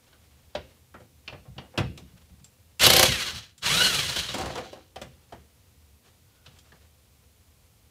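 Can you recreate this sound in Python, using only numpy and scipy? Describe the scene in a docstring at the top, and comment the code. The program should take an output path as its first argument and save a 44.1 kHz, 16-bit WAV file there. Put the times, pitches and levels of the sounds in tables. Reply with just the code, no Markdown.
"""Inside a stripped truck cab in a workshop, one microphone close to the steering wheel.
A corded impact wrench takes off the wheel nut. The socket knocks on; the motor spins up with gear noise,
whine and fan air, hammers briefly and coasts. A second pull spins the nut free, and the socket rattles
as the motor runs down. The tool knocks and clicks as it is drawn off and handled. Knocks ring the
steering column and boom in the bare cab; the workshop rumbles faintly behind."""
import sys
import numpy as np
from scipy import signal
from scipy.io import wavfile
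from scipy.ndimage import uniform_filter1d

SR = 44100
rng = np.random.default_rng(int(sys.argv[2]) if len(sys.argv) > 2 else 0)


def master(y):
    """Save y as 16-bit WAV."""
    cut = np.clip(np.atleast_2d(y).T, -1, 1)
    pcm = np.round(cut * 32767)  # scale
    wavfile.write(sys.argv[1], SR, pcm.astype(np.int16))


N = 348390
TIME = np.arange(N) / SR
AGE = np.arange(SR // 2) / SR  # seconds since a strike

# Trigger pulls, against the nut and then free. Each row: press and release in seconds, top speed in Hz,
# spin-up time constant in seconds, friction in Hz per second, gear noise in dB at cruising speed, its
# growth as a power of speed, extra dB under power, whine in dB under power and coasting.
TRIGGER_PULLS = [(2.792, 3.062, 218.2, .042, 295, -28, 1.48, 6, 2.5, 7),
                 (3.608, 3.86, 201, .087, 65.02, -25, 1.64, 1.5, 10, 3.5)]
# Fan, gear teeth and commutator. Each row: multiple of rotor speed, dB driving the nut, dB running free.
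WHINE_LINES = [(5.4, -19, -26), (8.1, -22, -10), (8.96, -21, -27), (10.88, -11, -26), (12.6, -15.5, -29),
               (14.43, -15, -23), (15.35, -21, -15), (15.97, -8, -11.5), (18.1, -13.5, -22.5),
               (20.5, -11.5, -23.5), (22.2, -13.5, -12.5), (23.2, -16.5, -17), (31.12, -17, -31)]
# Ringing of the gear case. Each row: frequency in Hz, width in Hz, level in dB.
CASE_RESONANCES = [(2950, 220, -12), (3280, 200, -14.5), (3940, 130, -11), (4220, 130, -18)]
# The hammer's dogs skim the anvil and the gears clash. Each row: start and length in seconds, level in dB.
DOG_SKIMS = [(2.836, 0.034, -21.5), (3.052, .01, -41), (3.117, 0.0088, -35), (3.193, 0.035, -37),
             (3.255, 0.051, -42.5), (3.345, 0.044, -43.5), (3.658, 0.01, -34), (3.942, 0.01, -31),
             (3.985, 0.015, -36), (4.09, 0.01, -39.5), (4.158, 0.015, -37), (4.187, 0.017, -36),
             (4.286, 0.0069, -50), (4.342, .015, -53)]
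# The hammer strikes the anvil. Each row: start in seconds, level in dB.
HAMMER_BLOWS = [(2.8129, -29), (2.833, -19), (2.8644, -9), (2.901, -11), (2.933, -12.5), (2.9639, -11.5),
                (2.9935, -10.5), (3.028, -10)]
# Knocks of socket, trigger and dogs. Each row: start in seconds, levels of column, clank, tick and thud
# in dB, pitch of the struck part in Hz, its level in dB.
METAL_KNOCKS = [(0.129, -53, -57.5, -79, -76, 1490, -53), (0.551, -29, -32, -60, -44, 610, -20),
                (0.943, -37.5, -60, -73, -57, 1360, -40), (1.002, -46.5, -61, -72, -52.5, 560, -44),
                (1.278, -38.5, -35, -73, -53.5, 2660, -28), (1.326, -36.5, -50.5, -83, -44.5, 536, -36.5),
                (1.581, -33.5, -40.5, -77, -49, 2910, -32.5), (1.777, -17, -25.5, -44, -26.5, 2660, -19.5),
                (1.976, -45.5, -43, -55, -63, 4030, -52), (2.444, -65, -56, -56.5, -68, 7580, -42.5),
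                (2.796, -47, -27, -37, -65, 2760, -32), (3.58, -78, -51.5, -54, -57, 7600, -48),
                (4.162, -27, -25.5, -41, -36, 3220, -27), (4.287, -31.5, -33, -58, -40, 3860, -22.5),
                (4.342, -20.5, -27.5, -40, -48, 540, -37), (4.383, -26.5, -39, -42.5, -37, 1070, -33),
                (4.411, -31, -50, -44, -38, 520, -26), (4.458, -24.5, -37, -46.5, -40, 646, -48),
                (4.555, -26.5, -35.5, -48, -55, 1000, -29), (4.578, -26, -34.5, -50, -47, 516, -24.5),
                (4.73, -47, -44.5, -59.5, -55, 435, -30), (4.96, -31, -40.5, -56, -51.5, 737, -31.5),
                (5.016, -33.5, -38.5, -50, -45, 530, -28), (5.324, -36.5, -50.5, -66, -45.5, 720, -31.5),
                (6.462, -50, -46.5, -65.5, -52, 3460, -46), (6.588, -73.5, -56.5, -60, -61, 3270, -53),
                (6.721, -48.5, -57, -75, -57.5, 1720, -45)]
# Soft pushes of the tool, and its bounces after a knock, shake the cab. 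Each row: start in seconds, level in
# dB.
TOOL_THUDS = [(1.477, -42), (1.561, -41.5), (1.799, -28), (1.831, -38), (2.02, -45.5), (2.13, -51),
              (2.30, -48.5), (2.409, -52), (3.077, -21), (3.329, -35.5)]
# Longer contacts. Each row: start in seconds, length in seconds, level in dB.
SOCKET_RATTLES = [(1.452, .025, -53), (1.56, .02, -54), (1.635, .02, -51), (1.738, 0.023, -42),
                  (4.338, 0.099, -34), (4.4, 0.1, -33.5), (4.5, 0.15, -37.5), (4.728, 0.064, -44.5)]  # grating as it is pushed home, later rattling with the loose nut
HAND_RUBS = [(0, 0.77, -71), (1.4, 0.61, -75), (2.03, 0.29, -69.5), (5.05, .35, -70.5), (6.03, 0.063, -58),
             (6.28, 0.58, -69.5)]  # hands sliding on tool and socket
# Ringing steel. Each row: frequency in Hz, level in dB, undamped time to fall 60 dB in seconds.
COLUMN_MODES = [(358, -8, .22), (440, -5.5, 0.075), (492, -4.5, 0.2), (528, -2.5, 0.22), (626.6, -4, .17),
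                (685, -10.5, 0.053), (766, -5, .2), (876.3, -15.5, 0.17), (1060, -6.5, .16),
                (1370, -17, 0.18)]  # socket, wheel and column together
SOCKET_MODES = [(2100, -6.5, 0.39), (2670, -11, 0.16), (2800, -2, .55), (2800, -2.5, 0.19),
                (3225, -17, .19), (3430, 0, 0.15), (3950, -10, .2), (4550, 0.5, .22)]  # the socket alone
# Noise colours. Each row: frequency in Hz, relative level in dB per Hz.
CASE_SPECTRUM = [(100, -16), (300, -13), (550, -12), (900, -10), (1500, -3), (2200, -4.5), (3000, -1.5),
                 (3600, -2), (4100, -1.5), (4800, -7), (6500, -7.5), (9000, -19.5), (12000, -27),
                 (16000, -32)]  # gear case
AIR_SPECTRUM = [(150, -4.5), (500, 8), (1500, -9.5), (4000, -1.5), (7000, 2), (9000, 2.5), (12000, -2.5),
                (16000, -13.5)]  # cooling air and brushes
ANVIL_SPECTRUM = [(200, -19), (600, -7), (1100, 0), (2000, 0), (3000, 2), (4200, 3), (5500, 1),
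                  (7000, -3.5), (9000, -6.5), (11500, -0.5), (13500, -6), (16000, -16.5)]  # steel of hammer and anvil
BODY_SPECTRUM = [(60, -25.5), (200, -4), (300, -2.5), (450, -5.5), (650, -3.5), (1050, -8.5), (1500, -11.5),
                 (2300, -15), (4000, -35.5), (8000, -63.5)]  # body of the column
CLANK_SPECTRUM = [(300, -37.5), (1200, -3.5), (2000, -7.5), (3100, 1), (4500, -4.5), (5600, -11.5),
                  (7000, -23.5), (9000, -39), (16000, -52.5)]  # clank of the socket
TICK_SPECTRUM = [(800, -14.5), (2500, -3), (5000, 6.5), (7500, 7), (10000, 0.5), (16000, -9)]  # tick of metal on metal
THUD_SPECTRUM = [(20, -31), (45, -16.5), (70, -2), (95, -4.5), (130, -6), (180, -8), (260, -21),
                 (600, -45.5), (2000, -75)]  # cab floor
SHOP_SPECTRUM = [(12, -65.5), (20, -35.5), (79, 1.5), (100, -6), (129, -6.5), (140, -13.5), (238, -16.5),
                 (342, -24), (404, -23.5), (519, -19), (565, -27), (667, -25.5), (1720, -32), (2270, -29),
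                 (14300, -32), (15500, -33.5)]  # workshop background
# Reverberation around the microphone. Each row: frequency in Hz, time to fall 60 dB in seconds.
CAB_DECAY = [(100, 0.32), (300, 0.65), (800, 0.1), (2500, .33), (6000, 0.27), (14000, 0.17)]
# Boom of the cab's air and panels. Each row: frequency in Hz, width in Hz, level in dB.
CAB_MODES = [(74, 11, 3), (130, 20, 1), (188, 21, -3.5)]

CRUISE_HZ, GEAR_TEETH = 200, 8
STALL_DB = 16  # the gears are this much louder at stall, where the motor pulls hardest
GRIP_DAMPING = 1.3  # the grip on the wheel shortens the column's ringing by this factor


def motor(press, release, top_hz, spin_up, friction, gear_db, growth, strain_db, drive_db, coast_db, free):
    """One trigger pull, close up: teeth clash in the gear case, the rotor whines and the fan blows."""
    hz = rotor_speed(press, release, top_hz, spin_up, friction)
    turns = np.cumsum(hz * (1 + .006 * wander(50))) / SR
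    pace, turning = hz / CRUISE_HZ, hz > 1
    current = swell(press, release - press, rise=.02, fade=.1)
    # the gears grow louder with speed and with the torque they carry
    load_db = current * (strain_db + STALL_DB * (1 - hz / top_hz))
    skims = swells(DOG_SKIMS, rise=.0045, fade=.044) * turning
    level = gain_of(gear_db + load_db) * pace ** growth * turning + skims
    case, ringing = gears(hz, turns)
    whine_db = coast_db + current * (drive_db - coast_db)
    whine = gain_of(whine_db) * pace ** 1.5 * rotor_whine(turns, free)
    air = gain_of(-5) * pace ** .86 * noise(AIR_SPECTRUM)
    # the geared-down hammer turns once in 5.5 rotor turns, and the noise throbs with it
    throb = gain_of(1.2 * np.sin(2 * np.pi * turns / 5.5) + 1.1 * wander(60))
    # the rotor's unbalance hums once a turn and shakes the column
    unbalance = np.sin(2 * np.pi * turns + 1.2 * wander(25)) * (1 + .4 * wander(20))
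    unbalance *= np.clip(pace * 2 - .4, 0, 1)
    shake = gain_of(-18) * noise(THUD_SPECTRUM) + gain_of(-13 if free else -24) * unbalance
    return level * (throb * (case + whine) + air + shake) + gain_of(-2.5) * skims * unit_rms(ringing)


def rotor_speed(press, release, top_hz, spin_up, friction, drag_s=.66):
    """Speed in Hz: it climbs under power, sags at each blow and coasts against fan drag and friction."""
    driven = top_hz * (1 - np.exp(-np.clip(TIME - press, 0, release - press) / spin_up))
    brake = friction * drag_s
    hz = (driven + brake) * np.exp(-np.maximum(TIME - release, 0) / drag_s) - brake
    sag = .06 * sum(swell(start, .012, rise=.008, fade=.12) for start, _ in HAMMER_BLOWS)
    return np.maximum(hz * (1 - sag), 1)


def gears(hz, turns):
    """Teeth clash and scrape in the case; returns its whole sound and its ringing alone."""
    teeth = np.diff(np.floor(turns * GEAR_TEETH), prepend=0)
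    clash = teeth * gain_of(3.5 * rng.standard_normal(N)) * rng.choice([-1, 1], N) / np.sqrt(hz)
    scrape = rng.standard_normal(N) * (1 + .11 * np.cos(2 * np.pi * turns))
    drive = unit_rms(.54 * unit_rms(clash) + scrape)
    ringing = sum(gain_of(db) * unit_rms(resonate(drive, f, width)) for f, width, db in CASE_RESONANCES)
    return gain_of(-2.5) * (unit_rms(coloured(drive, CASE_SPECTRUM)) + ringing), ringing


def rotor_whine(turns, free):
    """Lines of fan, teeth and commutator follow the rotor; backlash flutters their strength and phase."""
    whine = np.zeros(N)
    for multiple, driving_db, free_db in WHINE_LINES:
        strength = gain_of(free_db if free else driving_db) * (1 + .5 * wander(50))
        whine += strength * np.cos(2 * np.pi * multiple * turns + .55 * wander(80))
    # the small case radiates little of the low lines
    whine = signal.sosfilt(signal.butter(2, 1002, "highpass", fs=SR, output="sos"), whine)
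    # a line swells as it glides through a resonance of the case
    resonant = sum(2 * np.pi * width / SR * resonate(whine, hz, width) for hz, width, _ in CASE_RESONANCES)
    return whine + gain_of(-7.5) * resonant


def hammer():
    """Each blow chatters through anvil and socket for a few milliseconds and shakes the column."""
    out = np.zeros(N)
    for start, db in HAMMER_BLOWS:
        steel = burst(ANVIL_SPECTRUM, t60=.034, rise=.0004, hold=.005)
        column = gain_of(-7.5) * ring(COLUMN_MODES, damping=1.2)
        body = gain_of(-13.5) * burst(BODY_SPECTRUM, t60=.11, rise=.0029)
        thud = gain_of(-17.5) * burst(THUD_SPECTRUM, t60=.075, rise=.0051)
        add(out, start, gain_of(db) * (steel + column + body + thud))
    return out


def knocks():
    """Metal meets metal: a tick, a clank and the struck part's note; column and cab floor answer."""
    out = np.zeros(N)
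    for start, column_db, clank_db, tick_db, thud_db, part_hz, part_db in METAL_KNOCKS:
        column = gain_of(-8) * burst(BODY_SPECTRUM, t60=.17, rise=.0035)
        column += gain_of(-19.5) * ring(COLUMN_MODES, damping=GRIP_DAMPING)
        clank = gain_of(-2) * burst(CLANK_SPECTRUM, t60=.049, rise=.0025, hold=.0018)
        clank += gain_of(-24.5) * ring(SOCKET_MODES, damping=1.15)
        tick = gain_of(5) * burst(TICK_SPECTRUM, t60=.082, rise=.00039)
        thud = gain_of(1) * burst(THUD_SPECTRUM, t60=.28, rise=.006)
        chatter = rng.standard_normal(len(AGE)) * gain_of(-60 * AGE / .056)
        width = 200 + .047 * part_hz
        part = gain_of(-7.5) * unit_crest(resonate(resonate(chatter, part_hz, width), part_hz, width))
        gains = gain_of([column_db, clank_db, tick_db, thud_db, part_db])
        add(out, start - .0012, gains @ [column, clank, tick, thud, part])
    for start, db in TOOL_THUDS:
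        add(out, start, gain_of(db) * burst(THUD_SPECTRUM, t60=.2, rise=.005))
    return out


def rattle(taps_per_s=330):
    """Nut and socket jostle on the shaft: many small taps into the column."""
    taps = (rng.random(N) < taps_per_s / SR) * rng.uniform(.52, 1, N) * rng.choice([-1, 1], N)
    ringing = unit_rms(signal.oaconvolve(taps, ring(COLUMN_MODES, damping=GRIP_DAMPING))[:N])
    body = unit_rms(coloured(taps, BODY_SPECTRUM))
    return swells(SOCKET_RATTLES, rise=.0036, fade=.2) * (gain_of(-7.5) * ringing + gain_of(-8.5) * body)


def handling(grip_db=-75):
    """Skin rubs on the tool in uneven strokes; the grip never falls quite silent."""
    rub = rng.standard_normal(N) * gain_of(3.5 * wander(25))
    strokes = gain_of(grip_db) + swells(HAND_RUBS, rise=.032, fade=.25)
    skin_spectrum = [(100, -2), (500, -1), (1500, -5), (3500, -5.5), (7000, -12.5), (15000, -28)]
    return strokes * unit_rms(coloured(rub, skin_spectrum))


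def thin_tone(hz=1460, db=-71):
    """A faint wavering tone creeps in and stops while the tool is turned over."""
    shape = swell(start=6.22, length=.21, rise=.15, fade=.25)
    return gain_of(db) * shape * np.sin(2 * np.pi * hz * TIME + 1.6 * wander(40))


def cab_reflections(x):
    """Bare sheet metal near the microphone reflects densely, each band dying at its own speed."""
    echoes = rng.standard_normal(SR) * (rng.random(SR) < .12) * (np.arange(SR) / SR > .004)
    hz, t, bands = signal.stft(echoes, SR, nperseg=256)
    decay = gain_of(-60 * t / read_curve(CAB_DECAY, hz)[:, None])
    tail = signal.istft(bands * decay, SR, nperseg=256)[1]
    return signal.fftconvolve(x, tail / np.linalg.norm(tail))[:N]


def cab_boom(x):
    """The cab's lowest modes hang on after every knock."""
    return sum(gain_of(db) * 2 * np.pi * width / SR * resonate(x, hz, width) for hz, width, db in CAB_MODES)


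def workshop():
    """Beyond the cab: low rumble under a smooth hiss, with a faint wavering hum."""
    hum = gain_of(-79) * np.sin(2 * np.pi * 78 * TIME + 1.2 * wander(6))
    return gain_of(-59) * noise(SHOP_SPECTRUM) + hum


def burst(spectrum, t60, rise, hold=0.):
    """Countless close modes struck at once: noise that swells, holds and dies."""
    shape = (1 - np.exp(-AGE / rise)) * gain_of(-60 * np.maximum(AGE - hold, 0) / t60)
    return unit_crest(coloured(shape * rng.standard_normal(len(AGE)), spectrum))


def ring(modes, damping, vary_db=0.):
    """Clear modes struck in random phase; pressure on the part damps them."""
    hz, db, t60 = np.transpose(modes)[:, :, None]
    db = db + vary_db * rng.standard_normal(hz.shape)
    waves = gain_of(db - 60 * damping * AGE / t60) * np.sin(2 * np.pi * (hz * AGE + rng.random(hz.shape)))
    return unit_crest(waves.sum(0) * (1 - np.exp(-AGE / .0018)))


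def resonate(x, hz, width):
    """One resonance, its width in Hz."""
    pole = np.exp((2j * np.pi * hz - np.pi * width) / SR)
    return signal.lfilter([1], [1, -pole], x).real


def noise(spectrum):
    """Steady coloured noise of rms 1."""
    return unit_rms(coloured(rng.standard_normal(N), spectrum))


def coloured(x, spectrum):
    """Causal filter with the given spectrum."""
    log_gain = np.log(gain_of(read_curve(spectrum, abs(np.fft.fftfreq(4096, 1 / SR)))))
    taps = np.fft.ifft(np.exp(np.conj(signal.hilbert(log_gain)))).real
    return signal.oaconvolve(x, taps)[:len(x)]


def read_curve(points, hz):
    """Interpolates on a log-frequency axis."""
    f, value = np.transpose(points)
    return np.interp(np.log(hz + 1), np.log(f + 1), value)


def swell(start, length, rise, fade):
    """Envelope that rises, holds until its length is up, then falls 60 dB in the fade time."""
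    age = TIME - start
    return np.clip(age / rise, 0, 1) * gain_of(-60 * np.clip((age - length) / fade, 0, 3))


def swells(rows, rise, fade):
    """Summed envelopes of a table of events."""
    return sum(gain_of(db) * swell(start, length, rise, fade) for start, length, db in rows)


def wander(hz):
    """Random drift of rms 1, up to the given rate."""
    knots = rng.standard_normal(N // 16)
    return unit_rms(np.interp(TIME * 2 * hz, np.arange(len(knots)), knots))


def gain_of(db):
    """Decibels to amplitude."""
    return 10 ** (np.asarray(db) / 20)


def unit_rms(x):
    """Scales to rms 1."""
    return x / np.sqrt(np.mean(x ** 2) + 1e-20)


def unit_crest(x):
    """Scales the loudest few milliseconds to rms 1."""
    return x / np.sqrt(uniform_filter1d(x ** 2, 256).max())


def add(mix, start, sound):
    """Mixes a sound in at a start in seconds."""
    part = mix[max(round(start * SR), 0):][:len(sound)]
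    part += sound[:len(part)]


def scene():
    """At the microphone: wrench and knocks close by, the cab around them, the workshop behind."""
    motors = sum(motor(*pull, free=free) for pull, free in zip(TRIGGER_PULLS, (False, True)))
    wrench = gain_of(2) * motors + gain_of(3.5) * hammer() + rattle()
    knocking = knocks()
    reflections = cab_reflections(gain_of(-12) * wrench + gain_of(-9) * knocking)
    boom = gain_of(-7) * cab_boom(wrench + knocking)
    return (wrench + knocking + reflections + boom + handling() + thin_tone() + workshop())[None]


def record(dry):
    """Gain control ducks under the hammering and recovers slowly; peaks round off; the top is cut."""
    threshold_db, recovery_db_per_s, cutoff_hz = -16.5, 4.78, 15650
    power_db = 10 * np.log10(abs(uniform_filter1d(dry[0] ** 2, 600)) + 1e-12)
    recovery = recovery_db_per_s * TIME
    held_db = np.maximum.accumulate(power_db + recovery) - recovery
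    over_db = uniform_filter1d(np.maximum(held_db - threshold_db, 0), 200)
    ducked = np.tanh(dry / gain_of(.5 * over_db))  # 2:1 above the threshold
    lowpass = signal.firwin(511, cutoff_hz, window=("kaiser", 9), fs=SR)
    return signal.oaconvolve(ducked, lowpass[None], "same")


dry = scene()
out = record(dry)
master(out)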